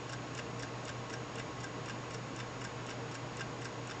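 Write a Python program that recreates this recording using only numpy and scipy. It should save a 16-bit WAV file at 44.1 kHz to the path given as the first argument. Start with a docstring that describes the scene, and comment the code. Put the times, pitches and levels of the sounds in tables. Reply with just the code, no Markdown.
"""Faint room noise, a throbbing appliance hum and a thin high tone fill a quiet kitchen from the start.
In front, a mechanical stopwatch runs at about four beats a second, tick and tock in turn.
Each beat is a quick run of contacts in the escapement (unlock, push, drop) that scrape and ring
the works; the drop also snaps and rings the case. Tiles and worktop add a short tail."""
import sys
import numpy as np
from scipy import signal
from scipy.fft import rfft, irfft
from scipy.io import wavfile
from scipy.ndimage import uniform_filter1d

SR = 44100
rng = np.random.default_rng(int(sys.argv[2]) if len(sys.argv) > 2 else 0)


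def store_pcm(level_fs):
    """Save levels as 16-bit WAV."""
    pcm = np.round(np.clip(level_fs, -1, 1) * 32767).astype(np.int16)
    wavfile.write(sys.argv[1], SR, np.atleast_2d(pcm).T)


N = 4 * SR


def amp(db):
    """Decibels to gain."""
    return 10 ** (np.asarray(db) / 20)


def unit_rms(x):
    """Scales to rms 1."""
    return x / np.sqrt(np.mean(abs(x) ** 2) + 1e-20)


def db_at(spectrum, hz):
    """Interpolates (Hz, dB) points on a log-frequency axis."""
    points_hz, points_db = np.transpose(spectrum)
    return np.interp(np.log(hz + 1), np.log(points_hz + 1), points_db)


def colour(x, spectrum):
    """Filters x by (Hz, dB) points."""
    hz = np.fft.rfftfreq(len(x), 1 / SR)
    return irfft(rfft(x) * amp(db_at(spectrum, hz)), len(x))


def add(mix, start_s, sound):
    """Mixes a sound in at start_s."""
    part = mix[max(round(start_s * SR), 0):][:len(sound)]
    part += sound[:len(part)]


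# Room noise floor. Each row: frequency in Hz, relative density in dB.
ROOM_SPECTRUM = [(15, -9), (40, 0.5), (85, 3.5), (170, 8), (370, 7), (650, 4), (1050, 3), (1350, 0.5),
                 (2000, -4), (2750, -4.5), (3400, -9), (5500, -12.5), (7000, -15.5), (9000, -16)]
# Room noise resonances. Each row: centre in Hz, half width in Hz, boost in dB.
ROOM_PEAKS = [(146.3, 13.5, 6.5), (288, 22, 3.5), (469.5, 22.4, 6), (618, 22, 4), (770, 20, 1.5),
              (974, 15, 3.5), (1750, 4.7, 6.5), (2002, 13, 6), (2640, 30, 1)]


def room_noise(rms_db=-44, flicker_db=0.36):
    """Steady rush with a few resonances and a slight flicker."""
    hz, _, bins = signal.stft(rng.standard_normal(N), SR, nperseg=4096)
    peaks_db = sum(db / (1 + ((hz - centre) / width) ** 4) for centre, width, db in ROOM_PEAKS)
    shape_db = db_at(ROOM_SPECTRUM, hz) + peaks_db
    flicker = unit_rms(uniform_filter1d(rng.standard_normal(bins.shape), size=24, axis=0))
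    _, rush = signal.istft(bins * amp(shape_db[:, None] + flicker_db * flicker))
    return amp(rms_db) * unit_rms(rush[:N])


def drift(cutoff_hz):
    """Slow complex noise of rms 1."""
    noise = rng.standard_normal(N) + 1j * rng.standard_normal(N)
    rolloff = 1 + (np.fft.fftfreq(N, 1 / SR) / cutoff_hz) ** 4
    return unit_rms(np.fft.ifft(np.fft.fft(noise) / rolloff))


def wavering_tone(hz, rms_db, waver, throb_at_s=0.169):
    """A tone drifting in level and phase; close tones swell together at throb_at_s."""
    cycles = hz * (np.arange(N) / SR - throb_at_s)
    wobble = 1 + waver * drift(cutoff_hz=3.3)
    return amp(rms_db) * unit_rms((wobble * np.exp(2j * np.pi * cycles)).real)


def appliance():
    """Mains hum beats against a motor tone, under a faint whine."""
    mains = wavering_tone(hz=120.05, rms_db=-49.5, waver=0.041)
    motor = wavering_tone(hz=124.95, rms_db=-59.5, waver=0.041)
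    whine = wavering_tone(hz=1090.1, rms_db=-58, waver=0.2)
    return mains + motor + whine


def high_tone(hz=6743, rms_db=-65.5):
    """A thin, steady electrical tone."""
    return amp(rms_db) * unit_rms(np.sin(2 * np.pi * hz * np.arange(N) / SR))


def ring(modes, t, force, rise_s, spread_db, detune=0.0027):
    """Struck modes die away; level and pitch vary from blow to blow."""
    hz, db, t60_s = np.transpose(modes)[:, :, None]
    louder, sharper = rng.standard_normal((2, len(hz), 1))
    level_db = db + db_at(force, hz) + spread_db * louder
    waves = np.sin(2 * np.pi * (hz * (1 + detune * sharper) * t + rng.random(hz.shape)))
    decay = np.exp(-np.log(1000) * t / t60_s)
    return (amp(level_db) * decay * waves).sum(0) * np.minimum(t / rise_s, 1)


# Steel contact noise. Each row: frequency in Hz, relative level in dB.
GRIT_SPECTRUM = [(300, -20), (900, -11), (1450, 7), (2100, -1), (2900, -6), (4200, -9.5), (5400, -4),
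                 (6300, -7.5), (7300, -7.5), (8500, -2.5)]
# Modes of the works (plates, springs) and case. Each row: frequency in Hz, base level in dB, T60 in s.
WORKS_MODES = [(1990, -57.5, 0.065), (2620, -50, 0.055), (2804, -45, 0.054), (3570, -49.5, 0.055),
               (4970, -57, 0.058), (5340, -50.5, .05), (5570, -47.5, .06), (5750, -56.5, 0.043),
               (7130, -51, 0.056), (7190, -51, 0.057), (7730, -48, .035), (8360, -53.5, 0.035)]
CASE_MODES = [(1595, -40, 0.1), (1465, -47, 0.041)]


def contact(scrape_s, force, works_db, case_db, is_drop, snap_at_s=0.002, snap_width_s=0.00036):
    """Steel slides on steel and rings the works; at the drop a tooth hits the pallet and rings the case."""
    t = np.arange(6144) / SR
    steel_noise = unit_rms(colour(rng.standard_normal(len(t)), GRIT_SPECTRUM))
    grit = amp(-35) * colour(steel_noise, force)
    scrape = 2 * t / scrape_s * np.exp(-(t / scrape_s) ** 2)
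    works = amp(works_db) * ring(WORKS_MODES, t, force, rise_s=0.0014, spread_db=2)
    sound = grit * scrape + works
    if is_drop:
        snap = amp(-5) * np.exp(-((t - snap_at_s) / snap_width_s) ** 2)
        case = amp(case_db) * ring(CASE_MODES, t, force, rise_s=0.002, spread_db=-1.5)
        sound += grit * snap + case
    return sound


# Beats, tick first. Each row: time of the drop in seconds, strength in dB, case ring in dB.
BEAT_SCORE = [(.1312, 0.5, 4.5), (.3872, 1.5, 1), (.6318, 0.5, 5), (.8905, 1, 1), (1.137, -0.5, 4.5),
              (1.3932, 0.5, -2), (1.6405, -1, 4.5), (1.896, 0, 4), (2.144, -0.5, -7), (2.400, -0.5, 1),
              (2.6482, 0, 5), (2.9035, .5, -3), (3.151, -0.5, 2), (3.4072, 1.5, 4.5), (3.6535, 0, -0.5),
              (3.9098, -.5, -3)]
# Frequencies of the four force bands in Hz.
FORCE_HZ = [1470, 2870, 5330, 7600]
# Contacts in a beat. Each row: offset from the drop in seconds, scrape time in seconds,
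# gain in dB at each of FORCE_HZ, works ring in dB.
TICK_CONTACTS = [(-.0385, 0.0033, -13, -21, -4.5, -3, -2.5), (-.0335, 0.0026, -0.5, -4, -9.5, -6.5, 2),
                 (-.0280, .004, -13, -17, -8, -10, -4), (-.0088, 0.0071, -7.5, -11, -3, -1.5, -4),
                 (0, .004, -2.5, -3.5, 0, -2.5, 0.5), (.0055, .004, -9.5, -11, -10, -9.5, -3)]
TOCK_CONTACTS = [(-.0387, 0.0035, -17, -11, -4.5, 4, -11), (-.0335, 0.0048, -19, -5, -18, -18.5, 2),
                 (-.0275, 0.0049, -19.5, -22, -11, -16.5, -5), (-.0165, 0.0048, -2, -5, -12, -12, -7),
                 (-.0108, .005, -6, -5, -3.5, -7, -0.5), (0, 0.0027, -4.5, -1.5, -2.5, -1, -2),
                 (.0035, 0.0068, -5, 2, -2, -13.5, -4)]


def stopwatch(jitter_s=0.00052, spread_db=0.5):
    """Two pallets take turns; the contacts around each drop vary a little in time and force."""
    mix = np.zeros(N)
    for beat, (drop_s, beat_db, case_db) in enumerate(BEAT_SCORE):
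        for offset_s, scrape_s, *band_db, works_db in (TICK_CONTACTS, TOCK_CONTACTS)[beat % 2]:
            is_drop = offset_s == 0
            later, harder = rng.standard_normal(2) * (not is_drop)
            force = list(zip(FORCE_HZ, band_db))
            sound = contact(scrape_s, force, works_db, case_db, is_drop)
            add(mix, drop_s + offset_s + jitter_s * later, amp(beat_db + spread_db * harder) * sound)
    return mix


def kitchen_reverb(direct, tail_db=-12, t60_s=0.14, rise_s=0.0026):
    """Tiles and worktop add a faint, short tail."""
    t = np.arange(SR // 2) / SR
    envelope = np.exp(-np.log(1000) * t / t60_s) * np.minimum(t / rise_s, 1)
    tail = rng.standard_normal(len(t)) * envelope
    return direct + amp(tail_db) * signal.fftconvolve(direct, tail / np.linalg.norm(tail))[:N]


def scene():
    """The stopwatch in front of the sounds of the room, in mono."""
    return (kitchen_reverb(stopwatch()) + room_noise() + appliance() + high_tone())[None]


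# Microphone response. Each row: frequency in Hz, gain in dB.
MIC_RESPONSE = [(7000, 0), (7500, -3), (8000, -10.5), (8400, -15), (8700, -27), (8950, -31.5)]


def record(dry):
    """A small microphone dulls the top; a low-pass cuts at 9 kHz."""
    low_pass = signal.firwin(511, 9000, window=("kaiser", 9), fs=SR)
    return signal.oaconvolve(colour(dry[0], MIC_RESPONSE), low_pass, "same")[None]


dry = scene()
out = record(dry)
store_pcm(out)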